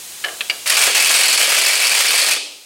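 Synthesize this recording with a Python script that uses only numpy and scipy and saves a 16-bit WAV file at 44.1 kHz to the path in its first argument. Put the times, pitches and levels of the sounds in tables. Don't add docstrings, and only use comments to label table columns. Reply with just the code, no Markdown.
import sys
import numpy as np
from scipy import signal
from scipy.fft import rfft, irfft, next_fast_len
from scipy.io import wavfile
from scipy.ndimage import uniform_filter1d

SR = 44100
rng = np.random.default_rng(int(sys.argv[2]) if len(sys.argv) > 2 else 0)


def invert_db(x):
    u = np.asarray(x, float) / 20
    return 10 ** u


def master(y):
    cut = np.clip(np.atleast_2d(y).T, -1, 1)
    pcm = np.round(cut * 32767)
    wavfile.write(sys.argv[1], SR, pcm.astype(np.int16))


N = 116865

# t/s, angle/turns
TURNS = [(.6755, 0), (.8145, 3), (.867, 4), (.947, 5), (.999, 6), (1.328, 13), (1.708, 21), (1.846, 24),
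         (2.132, 30), (2.177, 31), (2.216, 32), (2.311, 34), (2.362, 35)]
# f/Hz, width/Hz, level/dB
BRACKET = [(265, 59, -9), (414, 46, 1.5), (524, 74, 6), (675, 43, 8.5), (790, 84, -3), (1220, 123, 3.5),
           (1317, 120, -2), (1650, 28, 11.5)]
SECOND_JAW_LAG_S = 0.022


def level(x, db):
    return x * invert_db(db) / np.sqrt(np.mean(x[SR:2 * SR] ** 2))


def colour(x, spectrum):
    hz, db = np.array(spectrum).T
    size = next_fast_len(N)
    f = np.maximum(np.arange(size // 2 + 1) * SR / size, 1)
    gain = invert_db(np.interp(np.log(f), np.log(hz), db))
    return irfft(rfft(x, size) * gain, size)[:N]


def ring(x, hz, t60):
    pole = np.exp(2j * np.pi * hz / SR - np.log(1000) / (t60 * SR))
    return signal.lfilter([1], [1, -pole], x).imag


def band(x, hz, width):
    return signal.lfilter(*signal.iirpeak(hz, hz / width, fs=SR), x)


def spikes(times, gains):
    x = np.zeros(N)
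    np.add.at(x, np.clip((np.asarray(times) * SR).astype(int), 0, N - 1), gains)
    return x


def fade(x, t60):
    return signal.lfilter([1], [1, -np.exp(-np.log(1000) / (t60 * SR))], x)


def walk(rate):
    k = int(SR / rate)
    held = np.repeat(rng.standard_normal(N // k + 1), k)
    return 1.23 * uniform_filter1d(uniform_filter1d(held, k), k)[:N]


def leak():
    # f/Hz, level/dB per Hz
    hiss_spectrum = [(18, -43), (30, -8), (194, -10), (394, -9), (822, -8), (1390, -8.5), (2610, -3.5),
                     (8520, -2), (16000, -10.5)]
    # f/Hz, width/Hz, level/dB
    whistles = [(4040, 210, 3), (6600, 250, 2), (8200, 900, 2), (9600, 500, 2.5)]
    gain_drop_db, gain_drop_at_s = -12, .665
    hiss = colour(rng.standard_normal(N), hiss_spectrum)
    hiss = hiss + sum((invert_db(db) - 1) * band(hiss, hz, width) for hz, width, db in whistles)
    hiss = level(hiss * invert_db(.5 * walk(4.7)), -33)
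    reaction = np.clip((np.arange(N) / SR - gain_drop_at_s) / .03, 0, 1)
    return hiss * invert_db(gain_drop_db * reaction)


def clacks():
    # t/s, level/dB, steel part struck (only whole numbers 0-2 sound)
    contacts = [(.2402, -19.5, 0), (.2440, -14.5, 0), (0.247, -17, 0), (0.261, -24.5, 0), (.2845, -23, 0),
                (0.2923, -29, 0), (0.4078, -7.5, 1), (0.412, -12, 1), (0.4983, -11, 2), (0.5006, -17, 2),
                (0.505, -19, 2), (0.511, -23, 2), (2.2640, -7, 0.074)]
    # f/Hz, level/dB, t60/s
    parts = [
        [(730, -30, 0.034), (1170, -12.5, .03), (1740, 1, 0.032), (2160, -3.5, 0.031), (3010, 0, 0.044),
         (4220, -6.5, 0.013), (5320, -15, 0.018)],
        [(1140, -22, 0.049), (1740, -13.5, .018), (2660, -2, .015), (3210, -5.5, 0.014), (4140, -8.5, .014),
         (5200, -24, .012), (7200, -25, .012)],
        [(1570, -15, 0.037), (1830, -16, 0.026), (2300, 4.5, 0.021), (2890, 2.5, 0.026), (3220, -8, .022),
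         (4680, -5, 0.043), (4786, -5, 0.017), (6600, -17, 0.017)],
    ]
    body_db = [-13.5, -27.5, -20]
    noise_db, noise_t60_s = 2.5, 0.047
    tick_db, tick_t60_s = -16, 0.0099
    body_t60_s = 0.33
    out = np.zeros(N)
    for part, modes in enumerate(parts):
        rows = np.array([r for r in contacts if r[2] == part])
        times, gains = rows[:, 0], invert_db(rows[:, 1])
        hits = spikes(times, gains)
        for hz, db, t60 in modes:
            signs = rng.choice([-1, 1], len(rows))
            out += invert_db(db) * ring(spikes(times, gains * signs), hz, t60)

        spray = [(200, -49)] + [m[:2] for m in modes] + [(10000, -19), (16000, -43)]
        out += invert_db(noise_db) * colour(fade(hits, noise_t60_s) * rng.standard_normal(N), spray)
        out += invert_db(tick_db) * band(fade(hits, tick_t60_s) * rng.standard_normal(N), 7000, 7000)

        tail = uniform_filter1d(np.roll(fade(hits, body_t60_s), 200), size=400)
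        shake = invert_db(body_db[part]) * tail
        out += sum(invert_db(db) * band(shake * rng.standard_normal(N), hz, 2 * width) for hz, width, db in BRACKET)
    return signal.sosfilt(signal.butter(2, 240, "high", fs=SR, output="sos"), out)


def garage(x):
    # f/Hz, t60/s, level/dB
    decays = [(320, 0.96, 7), (556, 0.69, 1.5), (900, 1, -5.5), (1500, 0.3, -2.5), (2260, 0.26, 1.5),
              (3574, 0.64, 8), (5580, 0.76, -1), (8160, 0.49, 2.5), (13100, 0.1, 0.5)]
    predelay_s = 0.0093
    t = np.arange(SR) / SR
    tail = np.zeros(SR)
    for hz, t60, db in decays:
        noise = band(band(rng.standard_normal(SR), hz, 0.65 * hz), hz, 0.65 * hz)
        tail += invert_db(db - 60 * t / t60) * noise / np.sqrt(t60)
    tail *= np.clip(t / predelay_s, 0, 1) ** 2
    return signal.fftconvolve(x, tail * np.sqrt(4 * np.log(1000) / SR))[:N]


def control(column):
    # t/s, air flow level/dB, bolt strain level/dB
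    trigger = [(0.659, -3, -22), (0.663, 0, -23), (.70, 2, -12), (.73, 0, 4), (.84, 2.5, 0.5),
               (.885, 0, 9.5), (.922, -4.5, 6.5), (.943, -6, -3), (.949, 1, -3.5), (1.1, 1.5, -0.5),
               (1.5, 0.5, 1), (2.0, 0.5, -2), (2.337, 0, 0.5), (2.343, -8.5, 1.5), (2.373, -12, 0),
               (2.391, -43, -21)]
    rows = np.array(trigger)
    return invert_db(np.interp(np.arange(N) / SR, rows[:, 0], rows[:, column], left=-120, right=-120))


def main_blows():
    when, turn = np.array(TURNS).T
    return np.interp(np.arange(turn[-1] + 1), turn, when)


def jaw_blows():
    second_db, jitter_s, scatter_db = 3.5, 0.0021, 1.5
    first = main_blows()
    later = first[:-1] + SECOND_JAW_LAG_S + jitter_s * rng.standard_normal(len(first) - 1)
    jaw_a = spikes(first, invert_db(scatter_db * rng.standard_normal(len(first))))
    jaw_b = spikes(later, invert_db(second_db + scatter_db * rng.standard_normal(len(later))))
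    return jaw_a, jaw_b


def exhaust():
    # f/Hz, level/dB per Hz
    roar_spectrum = [(35, -77), (60, -36), (301, -36.5), (540, -13), (2000, -4), (2350, 0), (3760, -8),
                     (8120, -7.5), (16000, -19.5)]
    flicker_db, flicker_per_s = 3, 180
    turbulence = rng.standard_normal(N) * invert_db(flicker_db * walk(flicker_per_s))
    return level(colour(turbulence, roar_spectrum), -18)


def whine():
    from_hz, to_hz = 4200, 5103
    rough_per_s, patchy_db = 900, 4.5
    when, turn = np.array(TURNS).T
    hz = from_hz + (to_hz - from_hz) * (np.interp(np.arange(N) / SR, when, turn) % 1)
    phase = 2 * np.pi * np.cumsum(hz * (1 + .03 * walk(20))) / SR
    rough = walk(rough_per_s) * np.cos(phase) + walk(rough_per_s) * np.sin(phase)
    return level(rough * invert_db(patchy_db * walk(40.52)), -27)


def crack(jaw_a, jaw_b):
    # f/Hz, level/dB per Hz
    crack_spectrum = [(1500, -38), (4000, 15), (6500, 10.5), (8200, 17), (10500, 10), (13000, -9),
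                      (16000, -37)]
    t60_s, second_pitch = 0.071, 1.2
    higher = [(second_pitch * hz, db) for hz, db in crack_spectrum]
    first = colour(fade(jaw_a, t60_s) * rng.standard_normal(N), crack_spectrum)
    second = colour(fade(jaw_b, t60_s) * rng.standard_normal(N), higher)
    return level(first, -26) + level(second, -29)


def steel(jaw_a, jaw_b, flow):
    # f/Hz, width/Hz, level/dB
    steel_modes = [(2338, 85, 6), (2589, 65, 4), (2940, 250, 6), (4185, 130, -10.5), (4554, 250, 5.5),
                   (5310, 120, 0), (6440, 48, -5.5), (7730, 79, -43.5), (8150, 81, 4.5), (8980, 32, -4),
                   (9700, 100, -17), (10260, 37, -1), (11100, 100, -6), (12100, 120, -47)]
    rattle_per_s, rattle_spread_db, blow_db = 500, 3.5, 13.5
    damping = 1.5
    contact = (rng.random(N) < rattle_per_s / SR) * rng.choice([-1, 1], N)
    rattle = contact * invert_db(rattle_spread_db * np.minimum(rng.exponential(size=N), 3))
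    burst = fade(jaw_a + jaw_b, 0.0053) * rng.standard_normal(N) * invert_db(blow_db - 17.5)
    drive = flow * (rattle + burst)
    out = np.zeros(N)
    for hz, width, db in steel_modes:
        gain = invert_db(db + 3.7 * walk(70)) * np.sqrt(100 / width)
        out += gain * band(drive, hz, damping * width)
    return level(out, -20.5)


def thud(jaw_b, strain):
    lag_s, t60_s = 0.0057, 0.058
    second_db, scatter_db = -9, 2.5
    first = main_blows()
    push = spikes(first, invert_db(scatter_db * rng.standard_normal(len(first)))) + invert_db(second_db) * jaw_b
    shake = np.roll(fade(push, t60_s) + 0.16, int(lag_s * SR)) * strain
    out = sum(invert_db(db) * band(shake * rng.standard_normal(N), hz, width) for hz, width, db in BRACKET)
    return level(out, -32.5)


def panel(strain):
    # f/Hz, t60/s, level/dB
    panel_modes = [(440, 1.2, -52), (520, 1.2, -53), (612, 1.5, -49), (790, .7, -56), (950, .7, -56)]
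    return sum(level(ring(strain * rng.standard_normal(N), hz, t60), db) for hz, t60, db in panel_modes)


def wrench():
    jaw_a, jaw_b = jaw_blows()
    flow, strain = control(column=1), control(column=2)
    airborne = flow * (exhaust() + flow * crack(jaw_a, jaw_b) + whine())
    return airborne + steel(jaw_a, jaw_b, flow) + thud(jaw_b, strain) + panel(strain)


def scene():
    tool, socket = wrench(), clacks()
    reverberant = garage(invert_db(-10) * tool + invert_db(-19.5) * socket)
    return (tool + socket + reverberant + leak())[None]


def low_pass(x):
    return signal.sosfilt(signal.butter(12, 16930, fs=SR, output="sos"), x)


def record(dry):
    duck_db, second_duck_db = -4, -0.5
    lead_s, width_s = 0.0019, .0012
    ceiling = .85
    t = np.arange(N) / SR

    def notch(times):
        return sum(rng.uniform(0.73, 2.3) * np.exp(-((t - s + lead_s) / width_s) ** 2) for s in times)

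    blows = main_blows()
    dip_db = duck_db * notch(blows[1:]) + second_duck_db * notch(blows[:-1] + SECOND_JAW_LAG_S)
    mic = ceiling * np.tanh(dry * invert_db(dip_db) / ceiling)
    mic = signal.sosfilt(signal.butter(1, 140, "high", fs=SR, output="sos"), mic)
    mic = signal.sosfilt(signal.ellip(10, .2, 70, 15850, fs=SR, output="sos"), mic)
    return low_pass(mic)


dry = scene()
out = record(dry)
master(out)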